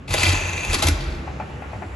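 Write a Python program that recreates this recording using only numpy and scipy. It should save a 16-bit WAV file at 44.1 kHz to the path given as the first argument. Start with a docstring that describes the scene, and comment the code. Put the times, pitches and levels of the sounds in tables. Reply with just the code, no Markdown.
"""Hall rumble and a steady motor hum, the rumble quieter until the machine starts. A capping head drops on
a bottle: a valve snaps, frame shudders, air puffs, metal clanks, spindles rattle and whir. Then the hall is
left: echo tail, hum, rumble and far knocks. Air, rumble and echo are shaped noise; clanks and knocks are
struck modes; spindles are filtered clicks plus a whine; frame and hum are sines."""
import sys
import numpy as np
from scipy import signal
from scipy.fft import rfft, irfft, next_fast_len
from scipy.io import wavfile
from scipy.ndimage import uniform_filter1d

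SR = 44100
rng = np.random.default_rng(int(sys.argv[2]) if len(sys.argv) > 2 else 0)


def convert_level_to_amplitude(level_db):
    """Map a level in decibels to its linear amplitude factor."""
    exponent = np.asarray(level_db, float) / 20
    return 10 ** exponent


def unload_wav(signal):
    """Save mono or channel-first audio to the path in sys.argv[1] as 16-bit WAV at rate SR, clipped to [-1, 1]."""
    wavfile.write(
        sys.argv[1],
        SR,
        np.round(np.clip(np.atleast_2d(signal).T, -1, 1) * 32767).astype(np.int16),
    )


N = 85995
T = np.arange(N) / SR
PAD = next_fast_len(2 * N)
HZ = np.maximum(np.arange(PAD // 2 + 1) * SR / PAD, 1)


def over_hz(table):
    """Reads an (f/Hz, value) table at every frequency, linear in log f."""
    table = np.array(table, float)
    return np.interp(np.log(HZ), np.log(table[:, 0]), table[:, 1])


def curve(table, col=1, off_db=-120):
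    """Gain over time from a dB column, off_db outside."""
    table = np.array(table, float)
    return convert_level_to_amplitude(np.interp(T, table[:, 0], table[:, col], off_db, off_db))


def shape(x, gain):
    """Filters by a gain per frequency."""
    return irfft(rfft(x, PAD) * gain, PAD)[..., :N]


def unit(x):
    """Scales to rms 1."""
    return x / np.sqrt(np.mean(x ** 2))


def band(x, lo_hz, hi_hz):
    """Scales so that one band has rms 1."""
    inside = shape(x, (HZ > lo_hz) & (HZ < hi_hz))
    return x / np.sqrt(np.mean(inside ** 2))


def peak(hz, width_hz):
    """Complex response of one resonance."""
    return 1 / (1 + 1j * (HZ ** 2 - hz ** 2) / (HZ * width_hz))


def walk(rate_hz):
    """Slow random signal, rms 1: noise averaged twice over 1 / rate_hz."""
    k = int(SR / rate_hz)
    return unit(uniform_filter1d(uniform_filter1d(rng.standard_normal(N), k), k))


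def add(out, at_s, x):
    """Mixes x in at a time."""
    i = int(at_s * SR)
    out[..., i:i + x.shape[-1]] += x[..., :N - i]


def clicks(per_s, scatter_db):
    """Random clicks of very uneven size, rms 1."""
    hits = rng.random(N) < per_s / SR
    return unit(hits * rng.standard_normal(N) * convert_level_to_amplitude(scatter_db * rng.exponential(size=N)))


def tone(hz, waver_hz=0, rate_hz=15):
    """Sine of rms 1; its pitch wavers by waver_hz rms."""
    return np.sqrt(2) * np.sin(2 * np.pi * np.cumsum(hz + waver_hz * walk(rate_hz)) / SR)


def ring(modes, contact_s, near_hz=None):
    """One blow on decaying modes, each struck a little differently: soft onset, rough level, peak 1."""
    strike_scatter_db, off_pitch_db_per_octave, roughness = 2.5, 21.5, 0.3
    m, t = np.array(modes, float), T[:8000]
    chance = rng.uniform(-1, 1, (3, len(m)))
    db = m[:, 1] + strike_scatter_db * chance[0]
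    hz = m[:, 0] * (1 + 0.01 * chance[1])
    if near_hz:  # modes far from the struck part's pitch ring less
        db = db - off_pitch_db_per_octave * np.abs(np.log2(hz / near_hz))
    sines = np.sin(2 * np.pi * hz[:, None] * t + np.pi * chance[2][:, None])
    decay = convert_level_to_amplitude(-60 * t / m[:, 2:])
    x = (1 - np.exp(-t / contact_s)) * (convert_level_to_amplitude(db) @ (sines * decay))
    x = x * (1 + roughness * unit(uniform_filter1d(rng.standard_normal(len(t)), size=120)))
    return x / np.abs(x).max()


# width of diffuse sound: f/Hz, side gain/dB
DIFFUSE_WIDTH = [(30, -40), (110, -13.5), (200, -11), (350, -4.5), (640, 1), (1150, 2), (2080, 4),
                 (3770, -2.5), (6800, 0.5), (12300, -19)]


def spread(mid, side):
    """Diffuse left and right from two unrelated signals, width depending on pitch."""
    side = shape(side, convert_level_to_amplitude(over_hz(DIFFUSE_WIDTH)))
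    return np.array([mid + side, mid - side])


# rumble spectrum: f/Hz, relative density/dB
HALL_COLOUR = [(18, -56), (30, -30), (59, 4), (209, -6), (306, -13.5), (347, -6.5), (404, -10),
               (722, -18.5), (1360, -20), (2250, -24.5), (2800, -24), (3200, -30.5), (5000, -37.5),
               (7740, -39), (11300, -46), (13000, -50)]
# motor hum: f/Hz, rms level/dB
MOTOR_HUM = [(70.0, -43), (209.9, -56.5), (279.9, -53)]


def hall():
    """Rumble: half-octave noise bands that flicker alone; motor hum: sines of wandering level."""
    rumble_db, start_db, start_treble_db_per_decade = -34.5, -3.5, -4.5
    bass_flicker_db, treble_flicker_db = 3.4, 1.2
    before = np.interp(T, [.075, .1], [1, 0])  # quieter until the machine starts
    rumble = np.zeros((2, N))
    for hz in 32 * 2 ** np.arange(0, 8.8, .5):
        own = np.abs(np.cos(np.pi * np.clip(np.log2(HZ / hz), -.5, .5)))
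        noise = shape(rng.standard_normal((2, N)), own * convert_level_to_amplitude(over_hz(HALL_COLOUR)))
        quiet_db = before * (start_db + start_treble_db_per_decade * max(np.log10(hz / 500), 0))
        flicker_db = bass_flicker_db if hz < 400 else treble_flicker_db
        rumble += noise * convert_level_to_amplitude(flicker_db * walk(13.0) + quiet_db)
    rumble = rumble / np.sqrt(np.mean(rumble[0] ** 2)) * convert_level_to_amplitude(rumble_db)
    hum = sum(convert_level_to_amplitude(db + 0.58 * walk(8.0)) * np.sqrt(2) * np.sin(2 * np.pi * hz * T) for hz, db in MOTOR_HUM)
    return spread(*rumble) + hum


# frame shudder: t/s, f/Hz, level/dB
FRAME_SHUDDER = [(0.08, 92.8, -86), (0.11, 88, -20), (0.158, 84.5, -51), (0.19, 89.8, -24.5),
                 (0.218, 92.8, -33), (0.296, 90.2, -14.5), (0.404, 89.74, -36), (0.454, 89.2, -25),
                 (0.602, 90.6, -37.5), (0.672, 83.6, -57), (0.7, 80.2, -20.5), (0.752, 82.2, -35.5),
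                 (0.784, 79, -25), (0.822, 82.8, -49), (0.858, 81.5, -15), (0.902, 83.3, -20),
                 (0.934, 79.7, -17), (0.962, 72.2, -35), (1.008, 71.4, -46), (1.032, 69.3, -46),
                 (1.088, 68.6, -22), (1.136, 64.7, -28.5), (1.186, 68.8, -37.5), (1.282, 70.4, -35.5),
                 (1.336, 70.7, -43), (1.44, 72.4, -34.5), (1.5, 73.2, -35)]
# lowest sway and a panel of the frame: t/s, sway level/dB, panel level/dB
FRAME_SWAY = [(0.05, -60, -76), (0.122, -26.5, -32), (0.188, -43, -38), (0.372, -27.5, -37.5),
              (0.498, -44, -51), (0.572, -39, -65), (0.606, -43, -46), (0.654, -47, -40), (0.706, -23, -36),
              (0.778, -37, -45.5), (0.882, -32.5, -28.5), (0.948, -22.5, -60), (0.99, -29.5, -33),
              (1.098, -29, -39), (1.6, -72, -47)]


def frame():
    """Three low modes of the frame: a gliding shudder, a wavering sway below it and a panel above."""
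    s = np.array(FRAME_SHUDDER)
    shudder = tone(np.interp(T, s[:, 0], s[:, 1])) * curve(FRAME_SHUDDER, col=2)
    sway = tone(48, waver_hz=6.16) * curve(FRAME_SWAY)
    panel = tone(135, waver_hz=2.74) * curve(FRAME_SWAY, col=2)
    return shudder + sway + panel


# compressed air through the cylinders: t/s, level before trim/dB
AIR_PUFFS = [(.076, -48), (.082, -41), (.135, -22.5), (.16, -29.5), (.2, -25), (.26, -22.5), (.34, -31),
             (.45, -40.5), (.6, -40), (.72, -32.5), (.732, -26.5), (.746, -15), (.766, -35), (.79, -28.5),
             (.816, -35.5), (.826, -18), (.845, -25), (.864, -27.5), (.872, -17.5), (.888, -34.5),
             (.9, -48), (.985, -51), (1.01, -41.5), (1.03, -49), (1.15, -51.5), (1.3, -89)]
# hiss spectrum: f/Hz, relative density/dB
AIR_COLOUR = [(150, -41), (300, -12), (637, -2.5), (1270, -1.5), (2500, -4.5), (3500, -5.5), (5080, -8.5),
              (5600, -11.5), (7190, -6.5), (9000, -11), (11100, -9.5), (13000, -12)]
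# ringing small parts: f/Hz
TICK_HZ = (2586, 3240, 3690, 4140, 4660, 4880, 3540, 4500)


def air():
    """Turbulent hiss with the crackle of sliding seals and the ringing ticks of loose small parts."""
    crackle_per_s, crackle_db, trim_db = 980, -13, -7
    ticks_per_s, tick_width_hz, tick_db = 130, 170, -2
    scrape_from_s, scrape_to_s, scrape_db = 0.14, 0.37, 7
    run_down_from_s, run_down_tick_db = 0.92, 11
    hiss = rng.standard_normal(N) * convert_level_to_amplitude(2.7 * walk(180))
    hiss = hiss + convert_level_to_amplitude(crackle_db) * shape(clicks(crackle_per_s, 2.1), peak(3700, 6800))
    hiss = band(shape(hiss, convert_level_to_amplitude(over_hz(AIR_COLOUR))), 3000, 5500)
    ticks = sum(shape(clicks(ticks_per_s, 0.71), peak(hz, tick_width_hz)) for hz in TICK_HZ)
    # louder while the clamps slide in, and as the air runs out
    scrape = (T > scrape_from_s) & (T < scrape_to_s)
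    tick_gain = convert_level_to_amplitude(tick_db + scrape_db * scrape + run_down_tick_db * (T > run_down_from_s))
    return (hiss + tick_gain * band(ticks, 3000, 5500)) * curve(AIR_PUFFS) * convert_level_to_amplitude(trim_db)


# clanks of the head: t/s, ring peak level/dB, ring f/Hz, thud re ring/dB, thud f/Hz, crack re ring/dB
HEAD_CLANKS = [(0.0802, -23.5, 2740, -11, 700, -27), (0.1072, -18, 2600, -11, 526, -21),
               (0.1391, -10, 2030, 0, 580, 5), (0.18, -12, 2620, -20, 387, -32),
               (0.2318, -4, 2340, -15, 298, -0.5), (0.243, -14, 4340, -9.5, 310, -9),
               (0.2634, -8.5, 2340, -14.5, 318, -13), (0.3259, -17.5, 2560, -5.5, 280, 4),
               (0.5776, -18, 2620, -14, 500, -12), (0.6488, -15.5, 2555, -44, 530, -3.5),
               (0.6985, -17.5, 2360, -10, 334, -1.5), (0.7312, -22, 6280, 2, 520, 15.5),
               (0.7435, -11, 4230, -16, 415, -2), (0.7527, -21, 2400, 0.5, 280, -25),
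               (0.7908, -22.5, 6130, -5, 290, -27), (0.824, -12, 4250, -5.5, 800, 1),
               (0.836, -14.5, 3300, -2, 340, -17), (0.8688, -13.5, 5900, -19.5, 262, 6.5),
               (0.8725, -13, 3200, -26, 342, -16), (0.8842, -18, 2385, 0, 284, 14),
               (1.124, -30, 3250, -16, 288, -27), (1.1472, -34, 3200, -10, 286, -24)]
# steel modes: f/Hz, level/dB, t60/s
STEEL_MODES = [(1045, -9, 0.093), (1484, -0.5, 0.027), (2030, -5.5, 0.032), (2340, -8, 0.048),
               (2620, -9, 0.042), (3580, -6.5, 0.02), (3984, -0.5, 0.0094), (4340, 0, 0.029),
               (5240, -6, 0.071), (6130, 5, 0.017), (7740, -21, 0.015)]
# table top modes: f/Hz, level/dB, t60/s
TABLE_TOP_MODES = [(194.3, 4, 0.13), (280, -1, 0.14), (333, 2, 0.12), (489, 0.5, 0.048), (619.4, 5, 0.066),
                   (777, -3, 0.034), (820, 0.5, 0.078)]


def clanks():
    """Steel modes ring with a noise crack; the table top thuds just after."""
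    crack_t60_s, thud_lag_s = 0.02, 0.00187
    out, t = np.zeros(N), T[:8000]
    for at_s, db, hz, thud_db, thud_hz, crack_db in HEAD_CLANKS:
        crack = rng.standard_normal(len(t)) * convert_level_to_amplitude(-60 * t / crack_t60_s) * (1 - np.exp(-t / 0.001))
        add(out, at_s, convert_level_to_amplitude(db) * (ring(STEEL_MODES, 0.00025, hz) + convert_level_to_amplitude(crack_db) * crack))
        add(out, at_s + thud_lag_s, convert_level_to_amplitude(db + thud_db) * ring(TABLE_TOP_MODES, 0.0017, thud_hz))
    return out


# spindle drive: t/s, level/dB
SPINDLE_DRIVE = [(.09, -41), (.11, -42), (.17, -28), (.185, -37), (.21, -27.5), (.28, -32), (.33, -27),
                 (.45, -32), (.596, -31.5), (.7, -32), (.712, -32), (.73, -45), (.8, -34.5), (.95, -49)]
# ringing of the spindle housings: f/Hz, width/Hz, level/dB
HOUSING_MODES = [(2420, 140, 3), (2606, 290, 2.5), (4080, 180, -15), (5920, 68, -2.5)]
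# broad rattle spectrum: f/Hz, relative density/dB
RATTLE_COLOUR = [(88, -36), (150, -27), (500, -17), (920, -12.5), (1090, -15.5), (2150, -9.5), (2640, -9),
                 (2950, -14.5), (4600, -23), (5400, -36), (6420, -10.5), (8000, -25.5), (10800, -29),
                 (13000, -59)]


def spindles():
    """Uneven tooth clicks, throbbing with the shaft, ring the housings and rattle broadly under a whine."""
    teeth_per_s, tooth_scatter_db, shaft_hz, shaft_db = 1500, 3.57, 25.92, -2.5
    rattle_db, whine_hz, whine_waver_hz, whine_db = 4.5, 2616, 30, -5.5
    teeth = clicks(teeth_per_s, tooth_scatter_db) + 0.58 * rng.standard_normal(N)
    teeth = teeth * convert_level_to_amplitude(shaft_db * np.sin(2 * np.pi * shaft_hz * T))
    housing = shape(teeth, sum(convert_level_to_amplitude(db) * peak(hz, width_hz) ** 2 for hz, width_hz, db in HOUSING_MODES))
    rattle = shape(teeth, convert_level_to_amplitude(over_hz(RATTLE_COLOUR)))
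    whine = convert_level_to_amplitude(whine_db + 3 * walk(30)) * tone(whine_hz, whine_waver_hz, 60.6)
    mix = whine + unit(housing) + convert_level_to_amplitude(rattle_db) * unit(rattle)
    return band(mix, 2200, 2800) * curve(SPINDLE_DRIVE)


# lag between the microphone ports: f/Hz, left lead/rad
PORT_PHASE = [(100, 0.5), (500, 1.17), (1030, 1.07), (1500, 3.5), (2300, 1.18), (3500, 1.07), (5000, 1.5),
              (7000, 1.3), (9000, 0.16), (12000, 1.5)]
# balance of the ports: f/Hz, left minus right/dB
PORT_BALANCE = [(60, -5), (110, -17), (200, 2), (350, -2), (640, -1), (1150, 9), (2080, 2), (3770, 5),
                (6800, 1), (12300, -2)]


def ports(machine):
    """The machine reaches two microphone ports with a lag and a balance that depend on pitch."""
    side = np.array([[.5], [-.5]])
    return shape(machine, np.exp(1j * side * over_hz(PORT_PHASE)) * convert_level_to_amplitude(side * over_hz(PORT_BALANCE)))


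# hall decay: f/Hz, t60/s
ECHO_T60 = [(100, 2.2), (500, 3.3), (2000, 1.38), (5000, 0.86), (12000, 0.085)]


def echo(x):
    """Convolves with decaying noise: close reflections off the machine and the long tail of the hall."""
    tail_db, early_db, early_t60_s, tail_rise_s = -14, -8.5, 0.13, 0.017
    decay = np.array(ECHO_T60, float)
    tail = 0
    for hz in 60 * 2 ** np.arange(8):
        t60_s = np.interp(np.log(hz), np.log(decay[:, 0]), decay[:, 1])
        noise = shape(rng.standard_normal((2, N)), peak(hz, hz) ** 2)
        tail = tail + noise * convert_level_to_amplitude(-60 * T / t60_s) * np.minimum(T / tail_rise_s, 1)
    early = rng.standard_normal((2, N)) * convert_level_to_amplitude(-60 * T / early_t60_s)
    response = sum(convert_level_to_amplitude(db) * r / np.sqrt(np.sum(r[0] ** 2)) for r, db in ((tail, tail_db), (early, early_db)))
    return spread(*(shape(x, rfft(r, PAD)) for r in response))


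# far knocks in the hall: t/s, level/dB, rattle re ring/dB, left minus right/dB, f/Hz
FAR_KNOCKS = [(1.273, -28, -12, 15, 800), (1.299, -36, -16, 15, 800), (1.400, -21.5, -10.5, 6.5, 790),
              (1.622, -29, -7, 12, 755), (1.644, -34, -24, 3, 800), (1.732, -24.5, -17.5, 14, 710),
              (1.749, -30.5, -24, 15, 610), (1.822, -28, -12, 15.5, 760)]
# hollow body modes: f/Hz, level/dB, t60/s
KNOCK_BODY = [(619, 3, 0.073), (700, -3, 0.063), (751, -2.5, 0.094), (843, -2, 0.076), (908, -4, 0.083),
              (1106, 2, 0.059)]
# rattling parts: f/Hz, width/Hz, level/dB
KNOCK_PARTS = [(800, 500, 9.5), (1437, 420, 6.5), (1910, 430, 5.5), (2520, 470, 2.5)]


def knocks():
    """Dull far blows: a hollow body rings near its pitch and loose parts rattle raggedly after it."""
    rattle_per_s, rattle_rise_s, rattle_t60_s = 1300, 0.0013, 0.13
    out, t = np.zeros((2, N)), T[:8000]
    parts = sum((-1) ** k * convert_level_to_amplitude(db) * peak(hz, width_hz) ** 2
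                for k, (hz, width_hz, db) in enumerate(KNOCK_PARTS))
    loose = unit(shape(clicks(rattle_per_s, 0.94), parts))
    swell = (1 - np.exp(-t / rattle_rise_s)) * convert_level_to_amplitude(-60 * t / rattle_t60_s)
    for at_s, db, rattle_db, pan_db, hz in FAR_KNOCKS:
        start = rng.integers(N - len(t))
        x = ring(KNOCK_BODY, 0.00055, hz) + convert_level_to_amplitude(rattle_db) * swell * loose[start:start + len(t)]
        add(out, at_s - .001, convert_level_to_amplitude(db + np.array([[pan_db], [-pan_db]]) / 2) * x)
    return out


def scene():
    """Machine at the ports, a second air signal in opposite phase for width, frame, knocks, echo and hall."""
    machine, far = spindles() + air() + clanks(), knocks()
    wide_air = convert_level_to_amplitude(-3) * np.array([[.5], [-.5]]) * air()
    return ports(machine) + wide_air + frame() + far + echo(machine + far.mean(axis=0)) + hall()


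def low_pass(x):
    """Removes everything above the highest recorded frequency."""
    return signal.sosfilt(signal.butter(12, 12890, fs=SR, output="sos"), x)


# treble of the channel sum: f/Hz, gain/dB
SUM_TREBLE = [(7700, -0.5), (8300, -11.5), (9500, -19.5), (9900, -3.5), (11500, -2.5), (11900, -24),
              (12400, -60)]
# treble of the channel difference: f/Hz, gain/dB
DIFFERENCE_TREBLE = [(5000, -4.5), (7500, -9), (8400, 5.5), (9500, 14.5), (10200, -11), (10600, -29),
                     (11600, -12), (11900, -45), (12400, -83)]


def record(dry):
    """Shapes the treble of channel sum and difference apart: near 9 kHz the difference is favoured."""
    mid = shape((dry[0] + dry[1]) / 2, convert_level_to_amplitude(over_hz(SUM_TREBLE)))
    side = shape((dry[0] - dry[1]) / 2, convert_level_to_amplitude(over_hz(DIFFERENCE_TREBLE)))
    mix = np.array([mid + side, mid - side])
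    return low_pass(mix)


dry = scene()
out = record(dry)
unload_wav(out)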